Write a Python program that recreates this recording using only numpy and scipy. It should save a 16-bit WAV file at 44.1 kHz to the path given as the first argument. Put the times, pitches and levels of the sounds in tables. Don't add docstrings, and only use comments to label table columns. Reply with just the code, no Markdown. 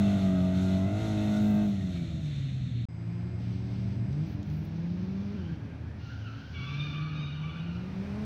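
import sys
import numpy as np
from scipy import signal
from scipy.fft import rfft, irfft, next_fast_len
from scipy.io import wavfile
from scipy.ndimage import uniform_filter1d

SR = 44100
rng = np.random.default_rng(int(sys.argv[2]) if len(sys.argv) > 2 else 0)


def pcm_store(signal):
    levels = np.round(np.clip(np.atleast_2d(signal), -1, 1) * 32767)
    wavfile.write(sys.argv[1], SR, levels.astype(np.int16).T)


N = 363823
TIME = np.arange(N) / SR

# t/s, firing rate f/Hz
COUPE_REVS = [(0, 202.6), (.2, 194.2), (.39, 181.8), (.6, 186.7), (.84, 189.5), (1.01, 217.2),
              (1.15, 210.2), (1.64, 208.3), (2.0, 170), (2.45, 135), (2.85, 115)]
# t/s, level/dB
COUPE_TONE = [(0, -24), (.4, -27.5), (.82, -27.5), (1.0, -40), (1.1, -33), (1.5, -23), (1.75, -31.5),
              (2.12, -39), (2.45, -31.5), (2.85, -35.5)]
# multiple of the cycle rate, relative level/dB
COUPE_BOOM = [(1, -14.5), (2, -6.5), (3, -21), (5, -22), (6, -11.5), (7, -25), (8, -12)]
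COUPE_BARK = [-1.5, -4.5, -10.5, -7.5, -8, -4, -10.5, -18.5, -7, -15]
# f/Hz, level/dB
BOOM_PIPE = [(40, -11.5), (100, 6.5), (200, 2), (280, 5), (370, 0), (420, -9.5)]
COUPE_PIPE = [(300, -25), (520, -14.5), (625, 3), (655, 6.5), (700, -3.5), (740, -6), (900, -10.5)]
RASP_COLOUR = [(900, 5.5), (1020, -7.5), (1220, 0), (1370, -1), (1430, 7), (1490, -2), (1620, -2.5),
               (1730, -30), (1900, -5), (2060, 0.5), (2300, -23), (2650, -3.5), (3000, -28.5)]
LIFT_S, LIFT_TAKES_S, LIFT_DROP_DB, COAST_DB_PER_S = 1.63, 0.08, 9, 23
COUPE_BARK_DB, RASP_RE_BARK_DB = -42.5, -12
BOOM_DB, BOOM_DB_PER_OCTAVE, BOOM_DROP_DB = -31, 17, 6.5


def coupe_exhaust():
    hz, = curves(COUPE_REVS)
    tone_db, = curves(COUPE_TONE)
    octaves, coasting = np.log2(hz / hz[0]), since(LIFT_S)
    lifted = np.minimum(coasting / LIFT_TAKES_S, 1)
    boom_db = BOOM_DB + BOOM_DB_PER_OCTAVE * octaves - BOOM_DROP_DB * lifted
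    bark_db = COUPE_BARK_DB - LIFT_DROP_DB * lifted - COAST_DB_PER_S * coasting

    unsteady = 0.0031 * walk(45)
    boom_orders, boom_strength_db = np.transpose(COUPE_BOOM)
    bark_orders, rasp_orders = np.arange(9, 19), np.arange(19, 58)
    tone = lines(hz, [4], [0], BOOM_PIPE, unsteady, flutter_db=1.1)
    boom = lines(hz, np.round(boom_orders), boom_strength_db, BOOM_PIPE, unsteady, flutter_db=1.8)
    bark = lines(hz, bark_orders, COUPE_BARK, COUPE_PIPE, unsteady, flutter_db=1.5)
    rasp = lines(hz, rasp_orders, -5 * (rasp_orders % 2), RASP_COLOUR, unsteady, flutter_db=5.5)

    exhaust = tone * undb(tone_db) + boom * undb(boom_db)
    exhaust += (bark + rasp * undb(RASP_RE_BARK_DB)) * undb(bark_db)
    return outdoors(exhaust, wet_db=-14, t60=1.0)


# f/Hz, level/dB
GAS_COLOUR = [(300, 6), (480, 8.5), (660, 14), (950, -3), (1400, 3.5), (1720, -12), (2050, -4.5),
              (2330, -6), (2680, -2.5), (3500, -2), (5000, -30.5)]
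GAS_DB, GAS_DB_PER_OCTAVE, GAS_DB_PER_S = -47.5, 6.5, -4


def coupe_gas(hz, puffs):
    octaves = np.log2(hz / hz[0])
    return noise(GAS_COLOUR) * puffs * undb(GAS_DB + GAS_DB_PER_OCTAVE * octaves + GAS_DB_PER_S * TIME)


# f/Hz, level/dB
SPRAY_COLOUR = [(900, -18), (2000, -4.5), (3000, -7.5), (3350, -6), (3620, 2), (3950, -4.5), (4270, -3),
                (4550, -18.5), (6000, -44)]
MIST_COLOUR = [(2650, -36.5), (4500, -4.5), (5340, -1), (6540, 1.5), (7290, -4.5), (7970, -4.5),
               (9070, -18), (10700, -19), (15600, -39)]
FINE_COLOUR = [(8500, -4), (10000, -2), (11600, 2.5), (13000, -6), (15600, -21.5)]
# t/s, length/s, rise of the spray level/dB
COUPE_PUDDLES = [(-.1, 0.32, 5), (.52, .2, 5), (.93, 0.45, 5.5), (1.88, 0.088, 3), (2.2, .3, 2.5)]
SPRAY_DB, SPRAY_DB_PER_S = -55.5, -0.5
MIST_DB, MIST_DB_PER_S, FINE_DB, FINE_DB_PER_S = -63, -7, -73.5, -17


def coupe_water(puffs):
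    coasting, water_db = since(LIFT_S), splash_db(COUPE_PUDDLES)
    spray_db = SPRAY_DB + SPRAY_DB_PER_S * TIME + water_db + 0.64 * walk(20)
    spray = noise(SPRAY_COLOUR) * puffs ** 0.2 * undb(spray_db)
    mist = noise(MIST_COLOUR) * undb(MIST_DB + MIST_DB_PER_S * coasting)
    mist += noise(FINE_COLOUR) * undb(FINE_DB + FINE_DB_PER_S * coasting)
    return spray + mist * undb(0.77 * water_db + 0.62 * walk(25))


# f/Hz, level/dB
RUMBLE_COLOUR = [(20, -23.5), (35, -21.5), (55, -9), (80, -0.5), (115, 3), (160, -0.5), (230, -7),
                 (300, -15), (420, -28), (700, -48)]
COUPE_RUMBLE_DB = -37
KICK_S, KICK_LENGTH_S, KICK_RAMP_S, KICK_DB = 0.93, 0.13, 0.13, 2.5


def coupe_rumble():
    kick = envelope(KICK_S, KICK_LENGTH_S, KICK_RAMP_S, KICK_RAMP_S)
    return noise(RUMBLE_COLOUR) * undb(COUPE_RUMBLE_DB + KICK_DB * kick)


def coupe():
    hz, = curves(COUPE_REVS)
    puffs = undb(2.5 * np.cos(np.pi * np.cumsum(hz) / SR))
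    return coupe_exhaust() + coupe_gas(hz, puffs) + coupe_water(puffs) + coupe_rumble()


# t/s, length/s, first pitch f/Hz, last pitch f/Hz, level/dB, tilt per harmonic/dB
COAST_CHIRPS = [(1.73, .13, 1950, 1803, -61, -2), (1.92, 0.058, 2280, 2290, -57.5, 0)]


def coast_chirps():
    return tyre(COAST_CHIRPS, [0, -16], jitter=0.022, jitter_rate=580, waver=0.012, flutter_db=5.0)


# t/s, firing rate f/Hz
DRIFTER_REVS = [(2.9, 113.1), (4.04, 117.8), (4.24, 162.1), (4.34, 145.6), (4.8, 166.5), (5.33, 205.7),
                (5.53, 160), (5.68, 135.3), (6.0, 101.3), (6.48, 112.6), (6.75, 143.4), (7.07, 155),
                (7.26, 143.4), (7.7, 170.8), (8.25, 213.5)]
# f/Hz, level/dB
DRIFTER_PIPE = [(45, -10.5), (90, 1.5), (200, 6), (260, -3.5), (305, 0.5), (400, -12), (520, -18),
                (620, -21), (800, -30.5), (1000, -28.5), (2000, -35.5)]
# t/s, length/s, firing tone level/dB, bark level/dB before it comes nearer
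PULLS = [(2.85, 1.1, -38.5, -64), (3.88, .14, -33, -50.5), (4.048, .2, -32, -46),
         (4.333, 0.078, -45.5, -43), (4.43, 0.96, -34.5, -52), (5.42, 0.099, -35, -48.5),
         (6.127, 0.25, -37.5, -58), (6.543, 0.71, -37.5, -53.5), (7.195, 1.2, -37.5, -62.5)]
THROTTLE_OPEN_S, THROTTLE_CLOSE_S = 0.061, 0.06
IDLE_TONE_DB, IDLE_BARK_DB, OVERRUN_BARK_DB = -53.5, -71, -51
NEARING_S, NEAR_BARK_DB_PER_S = 7.49, 20


def drifter():
    hz, = curves(DRIFTER_REVS)
    overrun = np.clip(-np.gradient(hz) * SR / 150, 0, 1)
    overrun = uniform_filter1d(overrun, size=2048)
    tone_gain = undb(IDLE_TONE_DB)
    bark_gain = undb(IDLE_BARK_DB) + undb(OVERRUN_BARK_DB) * overrun
    for s, length, tone_db, bark_db in PULLS:
        throttle = envelope(s, length, THROTTLE_OPEN_S, THROTTLE_CLOSE_S)
        tone_gain = np.maximum(tone_gain, throttle * undb(tone_db))
        bark_gain = np.maximum(bark_gain, throttle * undb(bark_db))
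    jitter = 0.0061 + 0.03 * overrun
    boom, bark = engine(hz, DRIFTER_PIPE, crank_db=-24, cycle_db=-27.5, jitter=jitter, flutter_db=0.0)
    bark_gain = bark_gain * undb(NEAR_BARK_DB_PER_S * since(NEARING_S))
    return outdoors(boom * tone_gain + bark * bark_gain, wet_db=-11.0, t60=0.82)


# t/s, length/s, first slip rate f/Hz, last slip rate f/Hz, level/dB, tilt per harmonic/dB
SQUEALS = [(6.53, .21, 1140, 1170, -46, -1), (6.75, .13, 1205, 1205, -46, 0),
           (6.86, 0.17, 1170, 1179, -48.5, -1), (6.9, 0.24, 1242, 1232, -54.5, -4),
           (7.03, 0.26, 1135, 1186, -56.5, -0.5), (7.11, .16, 1215, 1243, -49, 2.5),
           (7.3, 0.28, 1183, 1163, -54.5, -2), (7.38, .24, 1225, 1259, -58.5, -1),
           (7.62, 0.32, 1198, 1225, -64, -4)]
SQUEAL_HARMONICS = [0, 6.5, 1, -13.5, -22.5]


def squeals():
    return tyre(SQUEALS, SQUEAL_HARMONICS, jitter=0.0142, jitter_rate=400, waver=0.00994, flutter_db=4.0)


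# t/s, length/s, first slip rate f/Hz, last slip rate f/Hz, level/dB, tilt per harmonic/dB
SCRUBS = [(5.31, .17, 1318, 1560, -61.5, -4), (5.42, 0.32, 1570, 1570, -67.5, -9.5),
          (5.8, 0.18, 1657, 1860, -68, -16), (5.99, 0.12, 1370, 1430, -56.5, -1),
          (6.08, 0.14, 1593, 1578, -56.5, -8.5), (6.22, 0.13, 1369, 1400, -55, -4),
          (6.35, 0.41, 1542, 1569, -58.5, -6), (6.52, 0.24, 1406, 1360, -53, 2.5),
          (6.76, 0.42, 1690, 1671, -62, -15.5), (6.75, .47, 1451, 1425, -56, 1),
          (7.22, 0.55, 1452, 1403, -55, -0.5), (7.2, 0.5, 1633, 1590, -73, -13)]
SCRUB_HARMONICS = [1.5, 1.5, -7, -16.5]


def scrubs():
    return tyre(SCRUBS, SCRUB_HARMONICS, jitter=0.0398, jitter_rate=500, waver=0.025, flutter_db=3.5)


# t/s, firing rate f/Hz, firing tone level/dB
FAR_CAR = [(2.9, 164.4, -41.5), (3.35, 178.9, -38.5), (3.92, 192.9, -38), (4.4, 199.9, -42.5),
           (5.3, 205.2, -43), (6.3, 204, -69)]
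# f/Hz, level/dB
FAR_PIPE = [(45, -14.5), (90, 5), (180, 4), (270, -2), (350, -3), (460, -28), (560, -21.5), (690, -14.5),
            (900, -43), (2000, -42.5)]


def far_car():
    hz, tone_db = curves(FAR_CAR)
    boom, bark = engine(hz, FAR_PIPE, crank_db=-3.5, cycle_db=-13, jitter=0.0051, flutter_db=2.5)
    return outdoors((boom + bark * undb(-12.5)) * undb(tone_db), wet_db=-18, t60=0.75)


# f/Hz, level/dB
ROAR_COLOUR = [(250, 8), (470, 4), (660, 2), (900, 0), (1120, -4.5), (1600, -3.5), (2000, -7), (2400, -4.5),
               (3100, -16.5), (5000, -26)]
WASH_COLOUR = [(1500, 0.5), (2600, 6.5), (3600, 6.5), (4600, 5), (6000, 0.5), (6800, -11), (8500, -49),
               (11000, -25.5), (15500, -19)]
# t/s, length/s, rise of the spray level/dB
BEND_PUDDLES = [(3.37, 0.54, 6), (4.08, 0.26, 5.5), (4.3, 1.2, 4.5), (5.98, 0.86, 6.5), (6.53, 0.42, 10)]
ROAR_DB, WASH_DB, FAR_MIST_DB = -54, -68, -102
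NEAR_ROAR_DB_PER_S, NEAR_WASH_DB_PER_S, NEAR_MIST_DB_PER_S = 7.5, 10.5, 34
SLIDE_S, SLIDE_LENGTH_S, SLIDE_RAMP_S, SLIDE_DIP_DB = 5.72, 1.05, 0.5, 1.5


def road():
    nearing = since(NEARING_S)
    slide = envelope(SLIDE_S, SLIDE_LENGTH_S, SLIDE_RAMP_S, SLIDE_RAMP_S)
    roar_db = ROAR_DB - SLIDE_DIP_DB * slide + NEAR_ROAR_DB_PER_S * nearing + 0.63 * walk(14)
    wash_db = WASH_DB + splash_db(BEND_PUDDLES) + NEAR_WASH_DB_PER_S * nearing + 0.89 * walk(17)
    mist = noise([(6500, -2), (8000, 3.0), (10000, -5.5), (14000, -8.0)])
    mist = mist * undb(FAR_MIST_DB + NEAR_MIST_DB_PER_S * nearing)
    return noise(ROAR_COLOUR) * undb(roar_db) + noise(WASH_COLOUR) * undb(wash_db) + mist


# t/s, level/dB
BEND_RUMBLE = [(2.9, -45), (3.3, -41), (4.2, -37), (4.6, -42), (5.7, -40.5), (6.3, -45), (6.8, -41),
               (7.3, -42.5), (8.25, -39)]


def bend_rumble():
    return noise(RUMBLE_COLOUR) * undb(curves(BEND_RUMBLE)[0])


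# t/s, level/dB
TICKS = [(4.129, -54), (4.43, -50), (4.5, -54)]


def ticks():
    clicks = sum(undb(db) * (TIME > s) * np.exp(-np.abs(TIME - s) / 0.0019) for s, db in TICKS)
    return clicks * noise([(2500, 3), (6000, 0.5), (9000, -25), (15000, -19)])


# t/s, length/s, level/dB
RUSTLES = [(1.22, 0.48, -74), (1.401, .15, -70), (4.256, .07, -75), (4.44, .17, -76), (4.63, .025, -71.5)]
RUSTLE_ATTACK_S, RUSTLE_RELEASE_S, RUSTLE_FLOOR_DB = 0.02, 0.04, -105


def rustle():
    gain = undb(RUSTLE_FLOOR_DB)
    for s, length, db in RUSTLES:
        gain = gain + undb(db) * envelope(s, length, RUSTLE_ATTACK_S, RUSTLE_RELEASE_S)
    return noise([(8000, -13.0), (11000, -13.0), (13000, 0.5), (15500, -3.5)]) * gain * undb(2.5 * walk(120))


# f/Hz, level/dB at the height of the swell
DRONE = [(80, -45), (116, -52), (270, -54.5)]
DRONE_PEAK_S, DRONE_WIDTH_S, DRONE_EBB_DB = 5.2, 1.5, 8.5


def paddock():
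    drone = np.zeros(N)
    for hz, db in DRONE:
        phase = 2 * np.pi * np.cumsum(hz + 2.37 * walk(14)) / SR
        drone += undb(db + 3.6 * walk(9)) * np.sin(phase)
    swell = np.exp(-((TIME - DRONE_PEAK_S) / DRONE_WIDTH_S) ** 2)
    return np.sqrt(2) * drone * undb(DRONE_EBB_DB * (swell - 1))


# f/Hz, level/dB
WHINE = [(2118, -72), (4942, -74.5), (6352, -87), (7763, -82)]


def whine():
    tones = sum(np.sqrt(2) * undb(db) * np.sin(2 * np.pi * hz * TIME) for hz, db in WHINE)
    return (TIME < 4.27) * tones


def engine(hz, pipe, crank_db, cycle_db, jitter, flutter_db):
    unsteady = jitter * walk(45)
    low, high = np.arange(1, 6), np.arange(6, 29)
    uneven = np.array([0, cycle_db, crank_db, cycle_db])
    return [lines(hz, k, uneven[k % len(uneven)], pipe, unsteady, flutter_db) for k in (low, high)]


def lines(hz, orders, strength_db, pipe, jitter, flutter_db):
    cycle = 2 * np.pi * np.cumsum(hz * (1 + jitter)) / SR / 4
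    slow, slow_hz = TIME[::256], hz[::256]
    gains = [undb(db) * colour_at(slow_hz * k / 4, pipe) for k, db in zip(orders, strength_db)]
    gains = np.array(gains) / np.linalg.norm(gains, axis=0)
    out = np.zeros(N)
    for k, gain in zip(orders, gains):
        gusts = np.interp(slow, np.linspace(0, TIME[-1], num=110), rng.standard_normal(110))
        gain = np.interp(TIME, slow, gain * undb(flutter_db * gusts))
        out += gain * np.sin((k * cycle + rng.uniform(0, 2 * np.pi)).astype(np.float32))
    return np.sqrt(2) * out


BITE_S, LET_GO_S = 0.042, 0.035


def tyre(slips, harmonics, jitter, jitter_rate, waver, flutter_db):
    out = np.zeros(N)
    for s, length, first_hz, last_hz, db, tilt_db in slips:
        now = np.flatnonzero(TIME >= s)[:SR]
        size = len(now)
        hz = np.interp(TIME[now], [s, s + length], [first_hz, last_hz])
        hz = hz * (1 + jitter * walk(jitter_rate, size) + waver * walk(45, size))
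        slip = 2 * np.pi * np.cumsum(hz) / SR
        tone = np.zeros(size)
        for k, harmonic_db in enumerate(harmonics):
            gain = undb(harmonic_db + k * tilt_db + flutter_db * walk(35, size))
            tone += gain * np.sin((k + 1) * slip)
        out[now] += unit(tone) * undb(db) * envelope(s, length, BITE_S, LET_GO_S)[now]
    return outdoors(out, wet_db=-2, t60=0.68)


PUDDLE_ATTACK_S, PUDDLE_RELEASE_S = 0.068, 0.11


def splash_db(puddles):
    rises = [db * envelope(s, length, PUDDLE_ATTACK_S, PUDDLE_RELEASE_S) for s, length, db in puddles]
    return np.max(rises, axis=0)


def outdoors(x, wet_db, t60):
    t = TIME[:SR]
    tail = rng.standard_normal(SR) * undb(-60 * t / t60) * (t > 0.03)
    return x + undb(wet_db) * signal.fftconvolve(x, tail / np.linalg.norm(tail))[:N]


def noise(colour):
    size = next_fast_len(N)
    hz = np.arange(size // 2 + 1) * SR / size
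    skirts = np.minimum(hz / colour[0][0], 1) ** 2 / np.maximum(hz / colour[-1][0], 1) ** 2
    spectrum = rfft(rng.standard_normal(size)) * colour_at(hz, colour) * skirts
    return unit(irfft(spectrum, size)[:N])


def colour_at(hz, colour):
    f, db = np.transpose(colour)
    return undb(np.interp(np.log(hz + 1e-9), np.log(f), db))


def walk(rate, size=N):
    k = max(int(SR / rate), 2)
    held = np.repeat(rng.standard_normal(size // k + 2), k)
    return np.sqrt(3 / 2) * uniform_filter1d(held, k)[k // 2:k // 2 + size]


def envelope(start, length, attack, release):
    return np.clip(np.minimum((TIME - start) / attack, 1 - (TIME - start - length) / release), 0, 1)


def since(s):
    return np.maximum(TIME - s, 0)


def curves(table):
    s, *columns = np.transpose(table)
    return [np.interp(TIME, s, c) for c in columns]


def undb(db):
    return 10 ** (np.asarray(db) / 20)


def unit(x):
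    return x / np.sqrt(np.mean(x ** 2))


CUT_START_S, CUT_END_S = 2.854, 2.886
FADE_IN_DB, FADE_IN_S = 6.5, 0.08


def scene():
    slide = coupe() + coast_chirps()
    bend = drifter() + squeals() + scrubs() + far_car() + road() + bend_rumble() + ticks() + paddock()
    bend = bend * undb(-FADE_IN_DB * np.exp(-since(CUT_END_S) / FADE_IN_S)) + whine()
    close = rustle()
    before = uniform_filter1d(1.0 * (TIME < CUT_START_S), size=16)
    after = uniform_filter1d(1.0 * (TIME > CUT_END_S), size=16)
    return ((slide + close) * before + (bend + close) * after)[None]


TOP_HZ = 15700


def record(dry):
    return signal.sosfilt(signal.ellip(10, 0.1, 80, TOP_HZ, fs=SR, output="sos"), dry)


dry = scene()
out = record(dry)
pcm_store(out)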